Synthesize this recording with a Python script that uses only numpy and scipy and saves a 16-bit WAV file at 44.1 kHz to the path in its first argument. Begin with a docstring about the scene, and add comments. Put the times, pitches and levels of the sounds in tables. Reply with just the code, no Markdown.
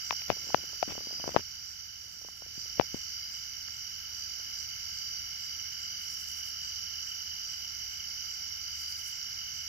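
"""Outdoors at night, in a cricket chorus. Each closing stroke rings a cricket's wing: tree crickets
trill low, field crickets buzz and chirp above them. A katydid rasps now and then; a far swarm
shimmers over a faint motor hum. Early on, a hand shifts its grip on the microphone's case:
skin sticks and slips, ticking at the left port."""
import sys
import numpy as np
from scipy import signal
from scipy.fft import rfft, irfft, next_fast_len
from scipy.io import wavfile
from scipy.ndimage import map_coordinates

SR = 44100
rng = np.random.default_rng(int(sys.argv[2]) if len(sys.argv) > 2 else 0)


def pcm_store(signal):
    """Save signal as 16-bit PCM."""
    levels = np.round(np.clip(np.atleast_2d(signal), -1, 1) * 32767)
    wavfile.write(sys.argv[1], SR, levels.astype(np.int16).T)


N = 426888
TIME = np.arange(N) / SR

# how openly the chorus arrives, with a one-second dip: time_s, gain_db
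OPENNESS = [(0, 3), (1.3, .5), (1.55, -1.5), (2.05, -3), (2.35, -4.5), (2.6, 0.5), (3.2, 1), (3.7, 0.5),
            (4.4, 2), (7, 2), (9.68, 2)]
# motor tones: pitch_hz, level_db
MOTOR_TONES = [(40, -80.5), (75.5, -65), (94.4, -72), (119, -74.5), (151, -82.5), (226.5, -81.5)]
# motor rumble: freq_hz, density_db
RUMBLE_SPECTRUM = [(15, -15), (42, 5.5), (90, 4), (130, 0), (180, -4), (240, -9), (330, -13.5), (450, -43),
                   (800, -61)]
# night hiss, left: freq_hz, density_db
HISS_LEFT = [(200, -10.5), (450, -23.5), (750, -11), (1150, -16), (1350, -0.5), (1600, -1.5), (1900, -8),
             (2500, -7), (3500, -11), (6000, -20), (8500, -58), (10800, -15.5), (14500, -21.5)]
# night hiss, right: freq_hz, density_db
HISS_RIGHT = [(1700, -63.5), (2000, 2), (2500, -2.5), (3500, -4), (6000, -6), (8500, -44), (10500, -8.5),
              (12500, -6), (14300, 4.5), (14900, -13.5), (15500, -60)]
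# far swarm: freq_hz, density_db
SWARM_SPECTRUM = [(3000, -81), (3800, -37), (4300, -12), (4750, -0.5), (5150, -4.5), (5600, 1.5),
                  (6000, -3.5), (6400, -10), (6900, -13), (7500, -23.5), (8200, -62), (10000, -68)]
# chirps of the lower chirping cricket: centre_s
LOW_CHIRPS_S = [.12, .55, .88, 1.25, 1.81, 2.22, 2.6, 2.96, 3.49, 3.83, 4.2, 4.6, 5.17, 5.57, 5.94, 6.37,
                6.72, 7.08, 7.5, 7.86, 8.21, 8.66, 9.08, 9.55]
# katydid rasp: freq_hz, density_db
RASP_SPECTRUM = [(5000, -59), (6800, 9.5), (8500, -4), (10000, 4.5), (12500, -4.5), (15000, 13)]
# katydid phrases: first_syllable_s, level_db, syllable_count
KATYDID_PHRASES = [(2.03, -54.5, 5), (6.035, -46, 6), (8.815, -43.5, 4)]
# grip ticks: peak_s, level_db, ring_hz, t60_s, snap_re_ring_db
GRIP_TICKS = [(0.1091, -12, 1035, 0.008, 0), (0.1275, -22.5, 830, 0.008, -7),
              (0.2203, -38, 910, 0.004, 10.5), (0.3024, -5, 640, 0.0064, -9.5),
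              (0.3185, -25, 720, 0.011, -1), (0.5035, -28.5, 820, 0.009, -12),
              (0.5458, -1, 740, 0.0054, -13), (0.8287, -9.5, 704, 0.014, -9.5),
              (0.879, -27, 270, 0.014, -23), (0.9796, -22.5, 447, 0.004, -18),
              (1.2415, -19.5, 640, 0.0035, -21), (1.278, -15, 440, 0.0055, -26),
              (1.2916, -20.5, 570, 0.0064, -20), (1.3463, -21, 547, 0.012, -20),
              (1.364, 0.5, 636, 0.005, -16), (1.3702, -16.5, 889, 0.009, -9),
              (2.2486, -36, 492, 0.0075, -20), (2.2872, -32, 932, 0.0038, -18),
              (2.4217, -34, 630, 0.0065, -20), (2.579, -34, 163, 0.016, -25),
              (2.7982, 0, 505, 0.0052, -13.5), (2.8118, -17.5, 800, 0.011, -5),
              (2.945, -18.5, 240, 0.011, -27), (3.685, -32, 1583, 0.006, -10),
              (4.3965, -40.5, 520, 0.004, -13)]
# bright modes of the case: pitch_hz, gain_db, t60_s
SNAP_MODES = [(2470, -0.5, 0.0043), (3837, -7, 0.0024)]
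# fingers creeping in tiny slips: start_s, end_s, slip_count, level_db
FINGER_CREEPS = [(0.329, 0.779, 6, -34.5), (0.881, 1.36, 10, -31.5), (1.999, 2.751, 3, -43)]
# skin sliding on the case: centre_s, level_db, width_s
SKIN_RUBS = [(0.308, -37, 0.04), (0.557, -53.5, 0.058), (0.906, -38, 0.04), (1.292, -48, 0.066),
             (1.381, -38, 0.046), (2.807, -40, 0.048), (2.961, -47.5, 0.039)]
# skin friction: freq_hz, density_db
SKIN_SPECTRUM = [(30, -17), (90, 6.5), (500, -2), (1200, -10.5), (3000, -8), (5000, -25.5), (9000, -55.5)]
# swells of the lower field cricket: centre_s, level_db, width_s
BUZZ_SWELLS = [(0.204, -62, 0.82), (1.156, -45.5, .22), (2.605, -52.5, .15), (3.256, -50, 0.28),
               (4.242, -52.5, .15), (5.07, -49.5, 0.25), (5.49, -52, .14), (6.7, -49.5, 0.17),
               (7.48, -53, .19), (8.337, -58, 0.2), (8.715, -50, 0.12), (8.89, -46.5, 0.15)]
# loud bouts of the far tree cricket: start_s, end_s
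FAR_TRILL_BOUTS = [(-.3, 0.52), (2.65, 3.9), (4.35, 6.15), (7.7, 11)]
# wing strokes of the near tree cricket: time_s, rate_hz
NEAR_STROKE_RATE = [(0, 45.42), (3, 45.39), (6, 45.29), (9.68, 45.27)]
# effort of the near tree cricket: time_s, level_db
NEAR_EFFORT = [(0, -50.5), (1.2, -51.5), (1.7, -52.5), (2.9, -50.5), (4.4, -51), (6.6, -48), (8.1, -49.5),
               (9.68, -49)]


def amp(db):
    """Decibels to gain."""
    return 10 ** (np.asarray(db) / 20)


def unit(x):
    """Scale to rms 1."""
    return x / np.sqrt(np.mean(x ** 2) + 1e-20)


def curve(rows):
    """(time_s, value) rows to one value per sample."""
    return np.interp(TIME, *np.transpose(rows))


def wobble(rate_hz):
    """Smooth random curve with knots at rate_hz."""
    knots = rng.standard_normal(int(N * rate_hz / SR) + 4)
    return map_coordinates(knots, [TIME * rate_hz], order=2, mode="nearest")


def filtered(x, response):
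    """Apply a frequency response."""
    size = next_fast_len(N + 8192)
    return irfft(rfft(x, size) * response(np.fft.rfftfreq(size, 1 / SR)), size)[..., :N]


def noise(spectrum, channels=1):
    """Coloured noise, rms 1."""
    freq_hz, db = np.transpose(spectrum)
    white = rng.standard_normal((channels, N))
    return unit(filtered(white, lambda hz: amp(np.interp(np.log(hz + 1), np.log(freq_hz), db))))


def swell(centre_s, width_s):
    """Hann hump, width at half height."""
    return np.interp(TIME, centre_s + width_s * np.linspace(-1, 1, 33), np.hanning(33))


def bouts(spans_s, fade_s):
    """1 within each span, 0 between, linear fades."""
    return sum(np.clip(np.minimum(TIME - start, end - TIME) / fade_s + .5, 0, 1)
               for start, end in spans_s)


def pan(right_db):
    """Left and right gains."""
    return amp([[-right_db / 2], [right_db / 2]])


def outdoors(song, wet_db, t60_s, right_db, lag_s):
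    """A song reaches the right port late; leaves and walls scatter it."""
    t = np.arange(SR // 3) / SR
    tail = rng.standard_normal((2, len(t))) * amp(-60 * t / t60_s)
    scatter = signal.fftconvolve(song[None], tail, axes=1)[:, :N]
    scatter = np.array([unit(side) for side in scatter])
    direct = np.array([song, filtered(song, lambda hz: np.exp(-2j * np.pi * hz * lag_s))])
    return unit(unit(direct) + amp(wet_db) * scatter) * pan(right_db)


def motor():
    """Distant hum in a low rumble, nearly alike at both ports."""
    hum = np.zeros(N)
    for hz, db in MOTOR_TONES:
        peak = np.sqrt(2) * amp(db + 1.2 * wobble(2.27))
        hum += peak * np.sin(2 * np.pi * hz * TIME + .33 * wobble(2.2))
    rumble = amp(-66.5) * noise(RUMBLE_SPECTRUM) + amp(-70) * noise(RUMBLE_SPECTRUM, channels=2)
    return (hum + rumble) * pan(-1.3)


def night_hiss():
    """Steady hiss, coloured differently on each side."""
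    return np.vstack([amp(-53.5) * noise(HISS_LEFT), amp(-53) * noise(HISS_RIGHT)])


def swarm():
    """Countless far crickets merge into a fluttering shimmer."""
    flutter = amp(1.7 * np.array([wobble(250), wobble(250)]) + .48 * wobble(11))
    return amp(-46) * unit(noise(SWARM_SPECTRUM, channels=2) * flutter) * pan(9.6)


def wings(strokes, hz, fall_hz, duty, jitter_cycles, uneven_db=1, stumble_db=0):
    """Each closing stroke rings the wing; pitch falls as it slows. strokes is a running count."""
    index = np.floor(strokes - np.floor(strokes.min())).astype(int)
    offset, force = rng.standard_normal((N // 100, 2))[index].T
    progress = np.clip(strokes % 1 / duty, 0, 1)
    age_s = strokes % 1 / np.gradient(strokes, 1 / SR)
    cycles = age_s * (hz + fall_hz * (1 - progress) / 2) + jitter_cycles * offset
    stumbles = force < -1.8
    pressure = np.abs(np.sin(np.pi * progress ** .89)) * amp(uneven_db * force + stumble_db * stumbles)
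    return unit(pressure * np.sin(2 * np.pi * cycles))


def chirping_cricket(times_s, hz, fall_hz, stroke_hz, width_s, level_db):
    """Wing strokes in short swelling chirps."""
    strokes = stroke_hz * TIME + .16 * wobble(5)
    song = wings(strokes, hz + 45 * wobble(8), fall_hz, duty=.92, jitter_cycles=.35)
    song *= sum(swell(s, width_s) for s in times_s)
    return amp(level_db) * outdoors(song, wet_db=4.5, t60_s=.17, right_db=10, lag_s=.0002)


def katydid(period_s=.088, width_s=.062, last_stress_db=2.5):
    """Phrases of dry, toothy rasps, loosely paced, the last rasp stressed."""
    syllables = np.zeros(N)
    for first_s, db, count in KATYDID_PHRASES:
        for k, (late, size) in enumerate(rng.standard_normal((count, 2))):
            stress_db = last_stress_db * (k == count - 1) + 1.1 * size
            syllables += amp(db + stress_db) * swell(first_s + k * period_s + .003 * late, width_s)
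    rasp = unit(noise(RASP_SPECTRUM, channels=2) * amp(1.9 * wobble(630)))
    return syllables * rasp * pan(8.8)


def ring(t, hz, t60_s, rise_share=.42):
    """Case mode: builds over rise_share of its t60, peaks at t = 0, decays."""
    return np.cos(2 * np.pi * hz * t) * amp(-60 * np.maximum(t, -t / rise_share) / t60_s)


def finger_slips(ring_hz=460, t60_s=.0066, snap_db=-22.5, spread_db=2):
    """Tiny dull ticks scattered through each creep; rows as in GRIP_TICKS."""
    rows = []
    for start_s, end_s, count, db in FINGER_CREEPS:
        for k, (late, softness, pitch) in enumerate(rng.uniform(-.87, 1, (count, 3))):
            peak_s = start_s + (end_s - start_s) * (k + .5 + late / 2) / count
            rows.append((peak_s, db - spread_db * softness, ring_hz * 2 ** (.6 * pitch), t60_s, snap_db))
    return rows


def case_ticks(snap_lead_s=.0008, push_db=-33, push_hz=100, push_t60_s=.03):
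    """Each slip of skin: a bright snap, a damped two-mode ring, a soft push of air."""
    t = np.arange(-SR // 40, SR // 20) / SR
    push = (t > 0) * np.sin(2 * np.pi * push_hz * t) * amp(push_db - 60 * np.abs(t) / push_t60_s)
    snap = sum(amp(db) * ring(t + snap_lead_s, hz, t60_s) for hz, db, t60_s in SNAP_MODES)
    ticks = np.zeros(N)
    for peak_s, db, hz, t60_s, snap_db in list(GRIP_TICKS) + finger_slips():
        body = ring(t, hz, t60_s) + amp(-16.5) * ring(t, 1.9 * hz, t60_s)
        start = round((peak_s + t[0]) * SR)
        ticks[start:start + len(t)] += amp(db) * (amp(snap_db) * snap + push - body)
    return signal.sosfilt(signal.butter(2, 70, "highpass", fs=SR, output="sos"), ticks)


def grip(rustle_db=-23, cutoff_hz=4600):
    """A hand ticks and slides on the case at the left port; soft skin makes no treble."""
    ticks = case_ticks()
    sliding = sum(amp(db) * swell(s, width_s) for s, db, width_s in SKIN_RUBS)
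    for start_s, end_s, _, db in FINGER_CREEPS:
        sliding += amp(db + rustle_db) * bouts([(start_s, end_s)], fade_s=.08)
    friction = unit(noise(SKIN_SPECTRUM)[0] * amp(3.9 * wobble(400)))
    lowpass = signal.butter(6, cutoff_hz, fs=SR, output="sos")
    return signal.sosfilt(lowpass, ticks + sliding * friction) * amp([[0], [-30]])


def field_crickets(low_db=-51, high_db=-50):
    """Two shrill wing buzzes of wandering pitch: the lower swells in bouts, the higher runs on."""
    low = wings(45 * TIME + .3 * wobble(4), hz=4790 + 40 * wobble(7),
                fall_hz=391, duty=.655, jitter_cycles=.4)
    high = wings(68.3 * TIME + .13 * wobble(4), hz=5565 + 35 * wobble(9),
                 fall_hz=324, duty=.57, jitter_cycles=.41)
    swells = sum(amp(db) * swell(s, width_s) for s, db, width_s in BUZZ_SWELLS)
    low_gain = amp(low_db + 1.5 * wobble(6)) + swells
    high_gain = amp(high_db + 1.6 * wobble(8))
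    low = outdoors(low, wet_db=7.5, t60_s=.11, right_db=.5, lag_s=.00023)
    high = outdoors(high, wet_db=-2, t60_s=.28, right_db=3.5, lag_s=.00021)
    return low * low_gain + high * high_gain


def tree_crickets(far_soft_db=-65, bout_boost_db=4.5):
    """Two pure, regular wing trills: the near one never rests, the far one rises in bouts."""
    strokes = np.cumsum(curve(NEAR_STROKE_RATE)) / SR + .47
    near = wings(strokes, hz=2949, fall_hz=330, duty=.85, jitter_cycles=.087,
                 uneven_db=1.84, stumble_db=-7.5)
    near = outdoors(near, wet_db=-9.5, t60_s=.22, right_db=2, lag_s=.00025)
    far = wings(55.6 * TIME + .04 * wobble(3), hz=2154, fall_hz=200, duty=.72, jitter_cycles=.21)
    far = outdoors(far, wet_db=-2, t60_s=.79, right_db=-.8, lag_s=.0001)
    far_db = far_soft_db + bout_boost_db * bouts(FAR_TRILL_BOUTS, fade_s=.2)
    return near * amp(curve(NEAR_EFFORT)) + far * amp(far_db)


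def scene():
    """Chorus all around, hum beneath, hand close by."""
    open_db = curve(OPENNESS)
    beats_s = np.arange(.064, N / SR, .413)  # the highest cricket chirps almost evenly
    beats_s += .025 * rng.standard_normal(64)[:len(beats_s)]
    chirps = chirping_cricket(LOW_CHIRPS_S, hz=5940, fall_hz=260, stroke_hz=70,
                              width_s=.14, level_db=-59)
    chirps += chirping_cricket(beats_s, hz=7540, fall_hz=200, stroke_hz=80, width_s=.073, level_db=-71.5)
    distant = (swarm() + night_hiss() + chirps) * amp(open_db) + motor() * amp(.5 * open_db)
    crickets = tree_crickets() * amp(open_db) + field_crickets() * amp(1.2 * open_db)
    return distant + crickets + katydid() + grip()


def record(dry, top_hz=14650):
    """Limit to full scale; cut everything above top_hz."""
    return filtered(np.clip(dry, -1, 1), lambda hz: hz < top_hz)


dry = scene()
out = record(dry)
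pcm_store(out)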